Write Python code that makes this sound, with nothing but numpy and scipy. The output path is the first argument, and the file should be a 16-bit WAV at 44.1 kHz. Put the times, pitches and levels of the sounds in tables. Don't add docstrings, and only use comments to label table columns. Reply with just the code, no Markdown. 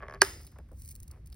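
import sys
import numpy as np
from scipy import signal
from scipy.fft import rfft, irfft
from scipy.io import wavfile

SR = 44100
rng = np.random.default_rng(int(sys.argv[2]) if len(sys.argv) > 2 else 0)


def ratio_of_db(decibels):
    return 10 ** (np.asarray(decibels, float) / 20)


def unload_wav(signal):
    wavfile.write(
        sys.argv[1],
        SR,
        np.round(np.clip(np.atleast_2d(signal).T, -1, 1) * 32767).astype(np.int16),
    )


N = 59535


def rms_one(x):
    return x / np.sqrt(np.mean(x ** 2) + 1e-20)


def at_hz(points, hz):
    table_hz, value = np.transpose(points)
    return np.interp(np.log(hz + 1), np.log(table_hz + 1), value)


def coloured(x, spectrum):
    hz = np.arange(N // 2 + 1) * SR / N
    low_edge = 1 / (1 + (spectrum[0][0] / (hz + 1)) ** 4)
    high_edge = 1 / (1 + (hz / spectrum[-1][0]) ** 16)
    return irfft(rfft(x) * ratio_of_db(at_hz(spectrum, hz)) * low_edge * high_edge, N)


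def band(x, low_hz, high_hz):
    return signal.sosfilt(signal.butter(2, [low_hz, high_hz], "band", fs=SR, output="sos"), x)


def soften(x, hz):
    return signal.sosfilt(signal.butter(2, hz, fs=SR, output="sos"), x)


def ring(push, hz, t60):
    r, w = ratio_of_db(-60 / (t60 * SR)), 2 * np.pi * hz / SR
    return signal.lfilter([0, np.sin(w)], [1, -2 * r * np.cos(w), r * r], push + 1e-18)


def clicks_at(s, gains):
    out = np.zeros(N)
    np.add.at(out, np.minimum((np.asarray(s) * SR).astype(int), N - 1), gains)
    return out


def dying(clicks, decay_s):
    return signal.lfilter([1], [1, -np.exp(-1 / (decay_s * SR))], clicks)


# (frequency [Hz], level [dB])
RUMBLE = [(12, -56), (20, -18.5), (41, -9), (65, 0), (113, -13.5), (152, -15), (173, -24), (219, -23),
          (330, -33.5), (430, -54.5), (730, -120)]
# (frequency [Hz], level [dB])
HUSH = [(180, -29), (300, -1), (800, -16.5), (2000, -19.5), (3130, -25.5), (5460, -27), (7320, -34),
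        (12000, -31), (16000, -43)]


def background():
    rumble_db, rumble_side_db, hush_db, hush_alike = -48.5, -35, -71.5, 1.0
    rumble = rms_one(coloured(rng.standard_normal(N), RUMBLE))
    side = rms_one(coloured(rng.standard_normal(N), RUMBLE[3:]))
    rumble = rumble + ratio_of_db(rumble_side_db) * side * np.array([[1], [-1]])
    own, common = rng.standard_normal((2, N)), rng.standard_normal(N)
    hush = rms_one(coloured(own + hush_alike * common, HUSH))
    return ratio_of_db(rumble_db) * rumble, ratio_of_db(hush_db) * hush


# (time [s], peak level [dB], brightness [dB])
SLIPS = [(0.004, -39, -40.5), (0.01, -46.5, -41), (0.016, -41.5, -38), (0.024, -32, -33.5),
         (0.031, -33.5, -35), (0.0373, -36.5, -42), (0.046, -41, -43), (0.055, -41, -40.5),
         (0.066, -41, -41), (0.083, -32, -29), (0.097, -34, -28), (0.11, -35.5, -26.5), (0.1238, -34, -26),
         (0.138, -34.5, -17.5), (0.146, -35.5, -18), (0.154, -37, -33.5), (0.158, -39.5, -34),
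         (0.164, -44.5, -37), (0.174, -46, -33.5)]
# (frequency [Hz], level [dB], t60 [s])
HELD_SHELL = [(400, -12, 0.12), (614, -2, 0.017), (944, -11, .025), (1100, 0, 0.018), (1700, 0.5, 0.016),
              (2000, -3, 0.012), (2430, -7, 0.0062), (3150, -14, 0.006)]


def creak():
    slip_lag_cycles, slip_grit_s = 1.3, .0012
    friction_db, friction_end_s = -68, .17
    s, db, bright_db = np.transpose(SLIPS)
    grit = dying(clicks_at(s, ratio_of_db(db + bright_db + 14.5)), slip_grit_s) * rng.standard_normal(N)
    out = band(grit, 4400, 6000) + .3 * band(grit, 8000, 12000)
    straining = 1 / (1 + (np.arange(N) / SR / friction_end_s) ** 12)
    for hz, level_db, t60 in HELD_SHELL:
        late_s = slip_lag_cycles * (1 / hz - 1 / 2000)
        uneven_db = 2.0 * rng.standard_normal(len(s))
        slips = clicks_at(s + late_s, ratio_of_db(db + level_db - 4 + uneven_db))
        out = out + ring(soften(slips, 1.5 * hz), hz, t60)
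        friction = rms_one(ring(rng.standard_normal(N), hz, t60))
        out = out + ratio_of_db(friction_db + level_db) * friction * straining
    return out


def squeal(noise):
    start_s, end_s, level_db, rise_db = .206, .2172, -25, 36
    t = np.arange(N) / SR
    swell_db = level_db + rise_db * (t - end_s) / (end_s - start_s)
    slide = (t > start_s) * (t < end_s) * ratio_of_db(np.minimum(swell_db, 0))
    high = rms_one(ring(ring(noise, 4500, .008), 4500, .008))
    low = rms_one(ring(ring(noise, 2200, .004), 2200, .004))
    return slide * (high + .4 * low)


# (time [s], level [dB])
POP = [
    (0.2171, -14.5),
    (0.2181, -8),
    (.2183, -5.5),
    (.2185, -11),
    (0.2229, -21),
    (0.229, -22.5),
    (0.249, -31.5),
]
# (time [s], level [dB])
REBOUND = [
    (0.2178, -3.5),
    (0.219, -23),
    (.2300, -25),
]
# (frequency [Hz], level [dB], t60 [s], left-right [dB])
SHELL = [(386.7, -14.5, 0.076, -0.5), (606, -19.5, 0.031, 7.5), (925, -8, 0.014, -1.5),
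         (1205, -11.5, 0.027, -8.5), (1398, -10.5, 0.022, -1), (1640, -3, 0.02, -8.5),
         (1973, -5.5, 0.011, -3), (2430, -15.5, 0.023, 3), (2950, -15.5, 0.01994, 0.5),
         (3803, -21, 0.024, 0), (4340, -16.5, 0.015, 0.5), (4883, -2, 0.0041, -4.5), (6240, -12, 0.0066, 2),
         (8900, -3, .006, 1.5)]


def pop():
    (s, db), (blow_s, blow_db) = np.transpose(POP), np.transpose(REBOUND)
    noise = rng.standard_normal(N)
    crack = dying(clicks_at(s, ratio_of_db(db - 4)), 0.00082) * noise
    fizz = signal.sosfilt(signal.butter(2, 13500, "high", fs=SR, output="sos"), crack)
    out = np.zeros((2, N)) + squeal(noise) + band(crack, 5000, 11000) + 0.4 * fizz
    for k, (hz, level_db, t60, pan_db) in enumerate(SHELL):
        if hz > 3400:
            struck = clicks_at(s, ratio_of_db(db + 2.0 * rng.standard_normal(len(s))))
        else:
            struck = clicks_at(blow_s, ratio_of_db(blow_db))
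        sides = ratio_of_db(level_db + pan_db * np.array([[.5], [-.5]]))
        out += (-1) ** k * ring(struck, hz, t60) * sides
    return out


# (frequency [Hz], level per Hz [dB])
WASH = [(300, 0), (400, -4), (1640, 0), (3200, -14.5), (4900, -11), (8800, -13), (11500, -16), (16800, -10)]


def wash():
    click = coloured(clicks_at([POP[0][0] + 0.00079], 1), WASH)
    return ratio_of_db(5) * click / np.sqrt(np.sum(click ** 2))


# (time [s], peak level [dB], centre frequency [Hz], length [s])
BUMPS = [(0.395, -51, 1320, 0.0076), (0.445, -56, 1200, 0.002), (0.515, -57, 1410, 0.011),
         (0.556, -46.5, 1010, 0.0055), (0.585, -41, 1510, 0.0015), (.598, -50, 1030, 0.0026),
         (0.687, -57.5, 1539, 0.0023), (0.7125, -46, 590, 0.0017), (0.714, -43, 400, 0.0066),
         (1.12, -53.5, 400, 0.013), (1.157, -51.5, 400, 0.013), (0.353, -48, 325, 0.0051),
         (0.321, -44, 281, 0.0038), (0.582, -39, 462, 0.007), (0.835, -85, 586, 0.0036),
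         (1.345, -54.5, 1010, 0.008)]
# (time [s], level [dB])
SKIPS = [(1.105, -53), (1.113, -55.5), (1.121, -50.5), (1.127, -55), (1.136, -50.5), (1.143, -56),
         (1.145, -56), (1.151, -55.5), (1.159, -52.5), (1.165, -61), (1.17, -59), (1.174, -55),
         (1.183, -61), (1.192, -66)]
# (frequency [Hz], level [dB], t60 [s])
SKIP_MODES = [(750, -4, .012), (1200, -3, .008), (2100, -1, .005), (2600, -6, .004)]


def bumps():
    skip_db = -6
    pushes, t = np.zeros(N), np.arange(N) / SR
    grit = rng.standard_normal(N)
    skips = [(s, db + up_db, hz, .0009) for s, db in SKIPS for hz, up_db in [(800, 1.5), (1500, -2.5)]]
    for s, db, hz, length in BUMPS + skips:
        age = np.clip(t - s, 0, 1) / length
        pushes += ratio_of_db(db) * band(age * np.exp(-age) * grit, hz * .45, hz * 1.6)
    out = 1.58 * pushes
    for hz, level_db, t60 in HELD_SHELL:
        out += 0.12 * ratio_of_db(level_db) * ring(pushes, hz, t60 * 0.11)
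    s, db = np.transpose(SKIPS)
    for hz, level_db, t60 in SKIP_MODES:
        taps = clicks_at(s, ratio_of_db(db + skip_db + level_db))
        out += ring(soften(taps, 1.5 * hz), hz, t60)
    return out


# (time [s], peak level [dB], length [s], buckle ring [dB])
TICKS = [(0.402, -56, .002, -15), (0.412, -43.5, 0.0035, -30), (0.4196, -43.5, 0.0013, -25),
         (0.4325, -42, .0015, -27), (0.4353, -50, 0.0012, -15), (0.4486, -42, 0.0026, -25),
         (.4545, -48, .001, -29), (.459, -48, 0.0011, -27), (.473, -46, 0.0037, 7),
         (0.4676, -36, 0.0024, -15), (0.5177, -50, 0.0025, -24), (0.586, -45.5, 0.002, -26),
         (0.6865, -58, 0.0025, -27), (0.7167, -51.5, 0.0023, -47), (0.731, -53, .0015, -40),
         (.7923, -50, 0.0017, -32), (0.82, -35.5, 0.002, -39), (0.836, -47, 0.0021, -30),
         (0.867, -51, 0.00096, -30), (0.849, -37, 0.0021, -37), (0.8586, -33.5, 0.0017, -37),
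         (0.8772, -35, 0.0023, -38), (0.8885, -34.5, 0.0044, -12), (0.902, -39, 0.0014, -12),
         (0.9089, -33, 0.0017, -44), (0.913, -33.5, 0.0045, -25), (0.924, -46, 0.0039, -25),
         (0.946, -50, 0.0027, -26), (0.953, -34.5, 0.0024, -13.5), (0.9605, -37.5, 0.0021, -23),
         (1.0022, -35, 0.0017, -54), (1.026, -46, 0.0015, -26), (1.031, -37, 0.0026, -19),
         (1.04, -54, 0.0027, -18), (1.078, -42, 0.0019, -6), (1.0805, -40.5, 0.0016, -16),
         (1.099, -54, .0015, -18), (1.112, -37.5, 0.0014, -23), (1.1138, -39, 0.0028, -19),
         (1.2596, -43, 0.0039, -12), (1.272, -41, 0.003, -48), (1.301, -45, 0.0012, -4),
         (1.322, -47, .002, -3), (1.3266, -41.5, 0.0033, 6.5), (1.3434, -44.5, 0.003, -14.5)]
# (time [s], level [dB])
RUB = [(0.36, -79), (.4, -65), (.44, -69), (.475, -64), (0.53, -70), (0.572, -100), (.7, -74), (0.768, -58),
       (.8, -50), (.85, -51.5), (0.91, -48), (.935, -80), (0.97, -86), (1.05, -78), (1.13, -72),
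       (1.17, -100), (1.25, -100), (1.35, -75.5)]
# (frequency [Hz], level per Hz [dB])
STRAP = [(880, -82), (2000, -15.5), (3300, -26.5), (4300, -12.5), (7050, -6), (8600, -1.5), (11200, -10),
         (13200, -2.5), (16900, 1.5)]


def strap():
    grains_per_s, grain_share = 830, .5
    buckle_hz, buckle_t60_s, buckle_db = 5200, .002, -9
    edge_hz, edge_t60_s, edge_db = 11480, 0.0079, -14.5
    t, burst, buckle = np.arange(N) / SR, np.zeros(N), np.zeros(N)
    for s, db, length, ring_db in TICKS:
        shape = ratio_of_db(db - 7.5) * (t >= s) * np.exp(-np.clip(t - s, 0, 1) / length)
        burst += shape
        buckle += shape * ratio_of_db(ring_db + buckle_db)
    s, db = np.transpose(RUB)
    grains = (rng.random(N) < grains_per_s / SR) * ratio_of_db(1.3 * rng.exponential(1, N)) * rng.choice([-1, 1], N)
    texture = grain_share * rms_one(grains) + (1 - grain_share) * rng.standard_normal(N)
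    rub = ratio_of_db(np.interp(t, s, db, left=-120) - 6.0) * texture
    white = rng.standard_normal(N)
    fabric = coloured(burst * white + rub, STRAP) / np.std(coloured(white, STRAP))
    rung = ring(buckle * white, buckle_hz, buckle_t60_s) / np.std(ring(white, buckle_hz, buckle_t60_s))
    ping = ring(burst * white, edge_hz, edge_t60_s) / np.std(ring(white, edge_hz, edge_t60_s))
    return fabric + rung + ratio_of_db(edge_db) * ping


def thud():
    knock = soften(clicks_at([1.02], ratio_of_db(-36)), 150)
    return ring(knock, 70, .1)


# (frequency [Hz], t60 [s])
ROOM_T60 = [(250, 0.38), (400, 0.69), (700, .2), (1000, 0.16), (1700, 0.42), (3000, 0.44), (5000, 0.545),
            (12000, 0.46)]
# (frequency [Hz], share [0-1])
ROOM_LIKENESS = [(250, .97), (700, .5), (3000, .3), (5600, .96), (12000, .99)]


def room(x):
    room_db, build_up_s = -9.5, .007
    t, tail = np.arange(SR // 2) / SR, 0
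    for low in 125 * 2.0 ** np.arange(7):
        mid, side = band(rng.standard_normal((2, len(t))), low, 2 * low)
        centre = np.sqrt(2) * low
        alike = at_hz(ROOM_LIKENESS, centre)
        pair = np.sqrt(1 + alike) * mid + np.sqrt(1 - alike) * side * [[1], [-1]]
        tail = tail + pair * ratio_of_db(-60 * t / at_hz(ROOM_T60, centre))
    tail *= np.clip(t / build_up_s, 0, 1) ** 2
    tail /= np.sqrt(np.sum(tail ** 2) / 2)
    return ratio_of_db(room_db) * signal.fftconvolve(x[None], tail, axes=1)[:, :N]


# (frequency [Hz], left leads by [radians])
PORTS = [(0, 0), (2000, .1), (2700, 1.2), (5000, .5), (7000, 3.0), (7700, 3.3), (10300, 6.28), (12600, 8.7),
         (14400, 10.2), (16000, 12.3), (16800, 12.6)]


def ports(x):
    low_cut_hz, low_lag_cycles = 240, 1.5
    hz = np.arange(N // 2 + 1) * SR / N
    lag = np.exp(-2j * np.pi * low_lag_cycles * (np.log(hz + 150) - hz / 5000))
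    low_cut = 1 / np.sqrt(1 + (low_cut_hz / (hz + 1)) ** 8)
    lead = np.exp(.5j * np.interp(hz, *np.transpose(PORTS)) * np.array([[1], [-1]]))
    return irfft(rfft(x) * lag * low_cut * lead, N)


def scene():
    hand_send_db, pop_send_db = -8, -15
    rumble, hush = background()
    hand, snap = creak() + bumps() + strap(), pop()
    sent = ratio_of_db(hand_send_db) * hand + wash() + ratio_of_db(pop_send_db) * snap.mean(axis=0)
    return ports(snap + hand + room(sent) + hush) + rumble + thud()


def band_limit(x):
    return signal.sosfilt(signal.butter(12, 17020, fs=SR, output="sos"), x)


def record(dry):
    rounded = dry / (1 + (dry / .92) ** 6) ** (1 / 6)
    mix = signal.sosfilt(signal.cheby2(12, 70, 17000, fs=SR, output="sos"), rounded)
    return band_limit(mix)


dry = scene()
out = record(dry)
unload_wav(out)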